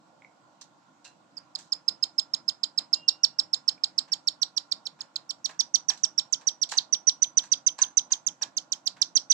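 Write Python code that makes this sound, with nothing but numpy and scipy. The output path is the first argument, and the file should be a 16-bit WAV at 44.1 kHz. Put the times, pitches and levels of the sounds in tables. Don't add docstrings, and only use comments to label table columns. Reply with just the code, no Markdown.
import sys
import numpy as np
from scipy import signal
from scipy.fft import rfft, irfft, next_fast_len
from scipy.io import wavfile
from scipy.ndimage import uniform_filter1d

SR = 44100
rng = np.random.default_rng(int(sys.argv[2]) if len(sys.argv) > 2 else 0)


def digitize_waveform(pressure):
    field = np.atleast_2d(pressure).T
    bounded = np.clip(field, -1, 1)
    quanta = np.round(bounded * 32767).astype(np.int16)
    wavfile.write(sys.argv[1], SR, quanta)


N = 411453

# pitch_hz [Hz], density_db [dB per Hz]
AIR_SPECTRUM = [(30, -124), (70, -116), (110, -100), (160, -85), (240, -92.5), (310, -83.5), (390, -107),
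                (520, -91), (1070, -88.5), (1280, -100), (1405, -87), (1520, -100), (2200, -107),
                (4500, -107), (8000, -110), (12000, -120)]
# pitch_hz [Hz], likeness [0-1]
AIR_LIKENESS = [(60, 0.033), (130, 0.8), (640, 0.52), (1400, 0.053)]
# pitch_hz [Hz], left_minus_right_db [dB]
AIR_BALANCE = [(130, -7.5), (290, 2), (640, -3.5), (7000, -4)]
# pitch_hz [Hz], t60_s [s]
ROOM_DECAY = [(500, 0.51), (2600, 0.19), (7000, 0.18)]
ROOM_LEVEL = [
    [-25],
    [-17],
]
# pitch_hz [Hz], level_db [dB], t60_s [s]
PING_LINES = [(2806, -49, 1.1), (3200, -62.5, .8)]
# pitch_hz [Hz], width_hz [Hz], level_db [dB]
BOX_MODES = [(182.5, 20, -1.5), (272, 41, 0), (860, 460, -3.5)]
# start_s [s], rise_s [s], body_db [dB], hiss_db [dB]
RUSTLE_EVENTS = [(0.611, 0.0013, -57, -44), (1.043, 0.0056, -52, -46), (1.579, 0.013, -60.5, -48.5),
                 (4.077, 0.0036, -52, -62), (4.988, 0.0041, -52.5, -65), (5.488, 0.0085, -47.5, -53),
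                 (5.895, 0.0093, -45, -45), (5.972, 0.0043, -72, -48), (6.408, 0.0048, -52.5, -57),
                 (6.69, 0.002, -70.5, -39.5), (6.708, 0.0079, -75, -35.5), (6.717, 0.0029, -37, -52),
                 (7.43, 0.009, -53.5, -50.5), (7.78, 0.0086, -41.5, -42.5), (8.103, 0.0058, -51, -46.5),
                 (8.412, 0.0056, -42.5, -48), (8.96, 0.0095, -51, -68)]
# pitch_hz [Hz], width_hz [Hz], level_db [dB]
FLOOR_MODES = [(1010, 300, 10.5), (1590, 230, 9), (2370, 600, -4)]
# pitch_hz [Hz], width_hz [Hz], level_db [dB]
HUSK_MODES = [(3060, 1700, -17), (4270, 1200, -2), (6140, 4100, 2.5)]
# start_s [s], level_db [dB], pitch_hz [Hz], t60_s [s]
SEED_TICKS = [(0.221, -38, 2180, 0.017), (0.2462, -40.5, 2190, 0.026), (3.779, -38, 2350, 0.012)]
# start_s [s], level_db [dB]
CLAW_KNOCKS = [(0.608, -64), (1.051, -46)]
# pitch_hz [Hz], level_db [dB], t60_s [s]
WALL_MODES = [(2630, -0.5, .07), (2780, -9, 0.21), (4060, -4, 0.16), (5700, -12, 0.026), (5860, -10, 0.18),
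              (7300, -12, .12)]
# start_s [s], start_hz [Hz], knee_hz (end of hold) [Hz], hold_s [s], hold_db [dB], drop_db [dB]
PEEP_EVENTS = [(1.3692, 5220, 4580, 0.015, -33.5, -87), (1.5521, 4900, 5150, 0.0035, -23.5, -24.5),
               (1.7213, 5320, 4996, 0.01, -19.5, -24), (1.8804, 5200, 5110, 0.0082, -15.5, -25),
               (2.0265, 4974, 5250, 0.0098, -17, -18.5), (2.1812, 5160, 5270, 0.012, -18.5, -21),
               (2.3362, 5265, 5130, 0.0061, -17.5, -22.5), (2.48, 5030, 5250, 0.011, -19.5, -21),
               (2.6335, 4994, 5035, 0.0049, -17, -18.5), (2.7765, 5230, 5044, 0.0098, -17.5, -17.5),
               (2.9296, 5345, 5025, 0.011, -14.5, -16), (3.0803, 5400, 5480, 0.0087, -13, -13),
               (3.233, 5636, 5450, 0.012, -13.5, -14.5), (3.387, 5434, 5343, .01, -15.5, -20),
               (3.5307, 5400, 5176, 0.01, -18, -20), (3.6788, 5430, 5235, 0.011, -15.5, -18),
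               (3.8365, 5240, 5280, 0.0037, -18, -16), (3.9799, 5480, 5234, 0.0078, -20, -14),
               (4.119, 5440, 5530, 0.013, -22.5, -16), (4.273, 5515, 5350, 0.0088, -19.5, -16.5),
               (4.417, 5730, 5690, 0.01, -21, -14.5), (4.5656, 5690, 5670, 0.01, -26, -15.5),
               (4.714, 5550, 5480, 0.0067, -28, -14.5), (4.855, 5330, 5580, 0.011, -34, -23),
               (5.007, 5260, 5250, 0.0042, -28.5, -29), (5.159, 5360, 5010, 0.0016, -26, -20),
               (5.2929, 5530, 5700, 0.011, -29, -23.5), (5.4443, 5840, 5850, 0.01, -21, -21),
               (5.5923, 5820, 5970, 0.011, -15.5, -20), (5.7405, 5950, 5930, 0.012, -12.5, -17),
               (5.8847, 5880, 5800, 0.013, -14, -23.5), (6.0341, 6190, 5500, .011, -14, -22.5),
               (6.1781, 5590, 5550, 0.012, -18, -17), (6.3257, 6590, 5480, 0.012, -16.5, -25.5),
               (6.47, 5910, 5865, 0.013, -14.5, -24.5), (6.616, 5840, 5700, 0.015, -17.5, -21.5),
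               (6.771, 6094, 6035, 0.01, -19, -12), (6.9252, 5950, 5805, 0.015, -12.5, -23),
               (7.0702, 5910, 5845, 0.02, -10, -18.5), (7.2203, 5890, 6120, 0.014, -12, -27),
               (7.3707, 6010, 6000, 0.014, -12, -24), (7.5173, 5900, 6000, 0.012, -13, -23),
               (7.665, 6030, 6170, 0.013, -12.5, -33), (7.8171, 6177, 6164, 0.012, -11, -26.5),
               (7.9712, 6186, 5980, 0.012, -12, -23.5), (8.1195, 6500, 6040, .0093, -14.5, -23.5),
               (8.2655, 6700, 5680, 0.013, -19, -46), (8.42, 5870, 5810, 0.0078, -19.5, -24),
               (8.568, 6230, 6060, 0.0085, -19.5, -23.5), (8.7201, 6080, 6350, 0.004, -19.5, -25.5),
               (8.8583, 6190, 5750, 0.013, -24, -17), (9.016, 6340, 5830, 0.0046, -12.5, -17),
               (9.1533, 6440, 5650, .017, -13.5, -17), (9.3, 5925, 6085, .016, -13.5, -16.5)]
# time_s [s], swell_db (over the hold) [dB], end_db [dB],
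# octave_db [dB], left_minus_right_db (in the drop) [dB]
HEAD_DRIFT = [(1.37, 0, -59, -50, -11), (1.75, 3, -51.5, -37, -16), (2.5, 5, -36, -34, -11.5),
              (3.3, 7, -42.5, -35.5, -8.5), (4.2, 2, -36.5, -33.5, -10), (4.95, 0, -46, -40.5, -16.5),
              (5.6, 8, -34, -34, -9.5), (6.4, 4, -33, -35.5, -7.5), (7.0, 10, -32.5, -43.5, -9),
              (7.6, 3.5, -29.5, -39, -8.5), (8.3, 2.5, -34, -36, -11.5), (8.8, 9.5, -36, -34.5, -13),
              (9.3, 7, -30.5, -40, -6.5)]
# pitch_hz [Hz], level_db [dB]
BEAK_RESONANCE = [(6000, -5), (7000, -0.5), (8300, -3.5), (9300, -8.5), (11000, -4)]
# pitch_hz [Hz], left_minus_right_db [dB]
HEAD_SHADOW = [(5300, -17), (6000, -26.5)]
# pitch_hz [Hz], width_hz [Hz], level_db [dB]
WHEEZE_MODES = [(4644, 500, 0.013), (8200, 4500, 0.0064)]
# left_delay_s [s], left_db [dB], right_delay_s [s], right_db [dB]
WALL_ECHOES = [(.0011, -43, 0.000926, -15.5), (.0021, -8.5, 0.0025, -14.5)]
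# pitch_hz [Hz], level_db [dB]
MIC_RESPONSE = [(40, -13.5), (120, 3), (7900, 4), (8600, -7.5), (15000, -11)]
# shift_hz [Hz], level_db [dB]
MIRROR_SHIFTS = [(-3900, -35.5), (3889.5, -37), (7804, -48.5)]

PING_S, PING_RISE_S, PING_DAMPED_S, PING_DAMP_DB = 2.95, 0.025, 0.19, -6
DROP_TO_HZ, FALL_HZ_PER_S = 3244, 215000
SETTLE_HZ, SETTLE_AT = 3722, 0.62
ACCENT_AT = (0.15, 0.48)
LEAD_S, LEAD_DB, LEAD_HZ = 0.0026, -7.5, 350
LINGER_S, LINGER_HZ, LINGER_DB = 0.0031, 3050, -9
FLUTTER, FLUTTER_HZ, FLUTTER_FADE_S = 0.38, (223, 460), 0.018
WHEEZE_DB = -29
EDGE_HZ = 15650


def gain_of(db):
    return 10 ** (np.asarray(db) / 20)


def read(points, hz):
    f, value = np.transpose(points)
    return np.interp(np.log(hz + 1), np.log(f + 1), value)


def add(mix, s, sound):
    part = mix[:, round(s * SR):][:, :sound.shape[1]]
    part += sound[:, :part.shape[1]]


def bands(noise, modes):
    out = 0
    for hz, width, db in modes:
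        out = out + gain_of(db) * signal.lfilter(*signal.iirpeak(hz, hz / width, SR), noise)
    return out / np.sqrt(np.mean(out ** 2))


def air():
    frames, hz = N // 256 + 5, np.fft.rfftfreq(1024, 1 / SR)
    a, b, c, d, patches = rng.standard_normal((frames, 513, 5)).T
    patches = uniform_filter1d(patches, size=14, axis=0)
    patches = uniform_filter1d(patches, size=12, axis=1)
    likeness = np.clip(read(AIR_LIKENESS, hz), -1, 1)[:, None]
    pan_db = read(AIR_BALANCE, hz)[:, None]
    left = a + 1j * b
    right = likeness * left + np.sqrt(1 - likeness ** 2) * (c + 1j * d)
    spectra = np.array([left * gain_of(pan_db / 2), right * gain_of(-pan_db / 2)])
    spectra *= gain_of(read(AIR_SPECTRUM, hz)[:, None] + 18 * patches) * np.sqrt(SR / 1024)
    return signal.istft(spectra, nperseg=1024, noverlap=768)[1][:, :N]


def room(x):
    out = np.zeros((2, N))
    for turn in range(3):
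        taps = np.zeros((2, SR // 2))
        at = np.arange(260, SR // 2 - 20, 20) + rng.integers(0, 20, (2, (SR // 2 - 261) // 20))
        np.put_along_axis(taps, at, rng.choice([-1., 1.], at.shape), 1)
        hz, t, spectra = signal.stft(taps, SR, nperseg=256)
        decay = gain_of(-60 * t / read(ROOM_DECAY, hz)[:, None])
        tail = signal.istft(spectra * decay, SR, nperseg=256)[1]
        tail = tail / np.linalg.norm(tail[0])
        share = np.sqrt(2 / 3) * np.cos(np.pi * (2.3 * np.arange(N) / SR + turn / 3))
        out += signal.fftconvolve(share * x[None], tail, axes=1)[:, :N]
    return gain_of(ROOM_LEVEL) * out


def ping():
    out, t = np.zeros((2, N)), np.arange(SR) / SR
    waver = 1 + 9 * uniform_filter1d(rng.standard_normal((len(PING_LINES), SR)), size=900)
    ring = 0
    for w, (hz, db, t60) in zip(waver, PING_LINES):
        ring = ring + w * gain_of(db - 60 * t / t60) * np.sin(2 * np.pi * hz * t)
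    damp_db = PING_DAMP_DB * np.clip((t - PING_DAMPED_S) / PING_RISE_S, 0, 1)
    swell = np.minimum(t / PING_RISE_S, 1)
    add(out, PING_S, ring * swell * gain_of(damp_db + np.array([[-2], [2]])))
    return out


def jolts():
    out, t = np.zeros((2, N)), np.arange(SR // 8) / SR
    shape = t / 0.02 * np.exp(1 - t / 0.026)
    for s, *_ in PEEP_EVENTS:
        shake = rng.standard_normal((3, len(t)))
        puff = bands(shake[:2] + shake[2], BOX_MODES)
        add(out, s, gain_of(-65 + 2 * rng.standard_normal()) * shape * puff)
    return out


def litter():
    out, t = np.zeros((2, N)), np.arange(SR // 2) / SR
    for s, rise, body_db, hiss_db in RUSTLE_EVENTS:
        low, high, grain = rng.standard_normal((3, 2, len(t)))
        grains = gain_of(36 * uniform_filter1d(grain, size=110))
        t60 = 0.081 + 14 * rise
        shape = np.minimum(t / rise, 1) * gain_of(-60 * np.maximum(t - rise, 0) / t60)
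        body = bands(grains[0] * (low + low[0]), FLOOR_MODES)
        hiss = bands(bands(grains[1] * high, HUSK_MODES), HUSK_MODES)
        rustle = gain_of(body_db) * body + gain_of(hiss_db) * hiss
        add(out, s, shape * rustle * gain_of([[-3], [3]]))
    knocks = [(s, db + mode_db, hz, t60) for s, db in CLAW_KNOCKS for hz, mode_db, t60 in WALL_MODES]
    for s, db, hz, t60 in SEED_TICKS + knocks:
        ring = gain_of(db - 60 * t / t60) * np.sin(2 * np.pi * hz * t)
        ring = ring * np.minimum(t / 0.0014, 1)
        scraping = 1 + 7 * uniform_filter1d(rng.standard_normal(len(t)), size=150)
        add(out, s, ring * scraping * gain_of([[-3], [1.5]]))
    return out


def peep(s, start_hz, knee_hz, hold, knee_db, drop_db):
    times, *columns = np.transpose(HEAD_DRIFT)
    swell_db, end_db, octave_db, pan_db = (np.interp(s, times, column) for column in columns)
    start_db = knee_db - swell_db
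    drop = (knee_hz - DROP_TO_HZ) / FALL_HZ_PER_S
    lead, end = min(LEAD_S, hold / 3), hold + drop
    t = np.arange(round((end + LINGER_S + 0.003) * SR)) / SR
    luck, noise = rng.random(4), rng.standard_normal((5, 1800))

    hz = np.interp(t, [0, lead, hold, hold + SETTLE_AT * drop, end, end + LINGER_S],
                   [start_hz + LEAD_HZ, start_hz, knee_hz, SETTLE_HZ, DROP_TO_HZ, LINGER_HZ])
    turns = 2 * np.pi * np.cumsum(uniform_filter1d(hz, size=190, mode="nearest")) / SR

    accent = hold + np.interp(luck[3], [0, 1], ACCENT_AT) * drop
    level_db = [-70, start_db + LEAD_DB, start_db + LEAD_DB, start_db, knee_db,
                drop_db, end_db, end_db + LINGER_DB, -99]
    level = np.interp(t, [0, 0.28 * lead, lead, 1.15 * lead, max(hold - 0.001, 1.4 * lead),
                          accent, hold + 0.85 * drop, end + LINGER_S, end + LINGER_S + 0.0036],
                      gain_of(level_db))

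    slip = np.clip((t - hold) / 0.001, 0, 1)
    depth = FLUTTER * slip * np.exp(-np.maximum(t - hold, 0) / FLUTTER_FADE_S)
    beat = 2 * np.pi * np.interp(luck[0], [0, 1], FLUTTER_HZ) * (t - hold - 0.001 - 0.001 * luck[1])
    phase = np.array([[2.5 * luck[2] + 1], [0]])
    flutter = 1 - depth * (1 + np.cos(beat + phase))

    breath = uniform_filter1d(uniform_filter1d(noise[:3], size=24), size=24)[:, :len(t)]
    side_db = np.interp(t, [hold - 0.002, hold + 0.0012], [read(HEAD_SHADOW, start_hz), pan_db])
    whistle = level * flutter * (1 + (0.3 + 1.8 * slip) * breath[0]) * np.sin(turns)
    whistle = whistle * gain_of([side_db, 0 * t])

    upper_db = octave_db + np.interp(t, [0, hold, hold + 0.96 * drop, end, end + 0.00074],
                                     [-13, -3.5, 0, -8, -31])
    octave = gain_of(upper_db + read(BEAK_RESONANCE, 2 * hz)) * np.sin(2 * turns)
    octave = octave * (1 + (1 + 3 * slip) * breath[1:]) * gain_of([[-5], [0]])

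    hiss = bands(bands(noise[3:], WHEEZE_MODES), WHEEZE_MODES)[:, :len(t)]
    wheeze = level * hiss * gain_of(WHEEZE_DB + np.array([[pan_db], [0]]))
    return np.sqrt(2) * (whistle + octave + wheeze)


def chick():
    direct, taps = np.zeros((2, N)), np.zeros((2, 400))
    for s, *row in PEEP_EVENTS:
        add(direct, s - 0.0008, peep(s, *row))
    taps[:, 0] = 1
    for left_s, left_db, right_s, right_db in WALL_ECHOES:
        delay = SR * np.array([[left_s], [right_s]])
        taps += gain_of([[left_db], [right_db]]) * np.sinc(np.arange(400) - delay)
    late = np.pad(direct[0], (7, 0))[:N]
    echoed = signal.oaconvolve(np.array([late, direct[1]]), taps, axes=1)[:, :N]
    return echoed, direct[1]


def scene():
    peeps, voice = chick()
    rustle = litter()
    tail = room(voice + 4.2 * rustle.mean(0))
    return air() + tail + ping() + jolts() + rustle + peeps


def record(dry):
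    power_db = 10 * np.log10(abs(uniform_filter1d((dry ** 2).mean(0), size=200)) + 1e-12)
    fall = np.arange(N) * 298 / SR
    held_db = np.maximum.accumulate(power_db + fall) - fall
    under_db = np.clip(-25 - held_db, 0, 25)
    opened = dry * gain_of(-0.2 * uniform_filter1d(under_db, size=300))
    bent = opened + 0.01 * opened ** 2

    size = next_fast_len(N)
    response = gain_of(read(MIC_RESPONSE, np.fft.rfftfreq(size, 1 / SR)))
    heard = irfft(rfft(bent, size) * response, size)[:, :N]

    t = np.arange(N) / SR
    shift = sum(gain_of(db) * np.exp(2j * np.pi * hz * t) for hz, db in MIRROR_SHIFTS)
    heard = heard + (signal.hilbert(heard, size)[:, :N] * shift).real
    band_limit = signal.firwin(511, EDGE_HZ, window=("kaiser", 9), fs=SR)
    return signal.oaconvolve(heard, band_limit[None], "same")


dry = scene()
out = record(dry)
digitize_waveform(out)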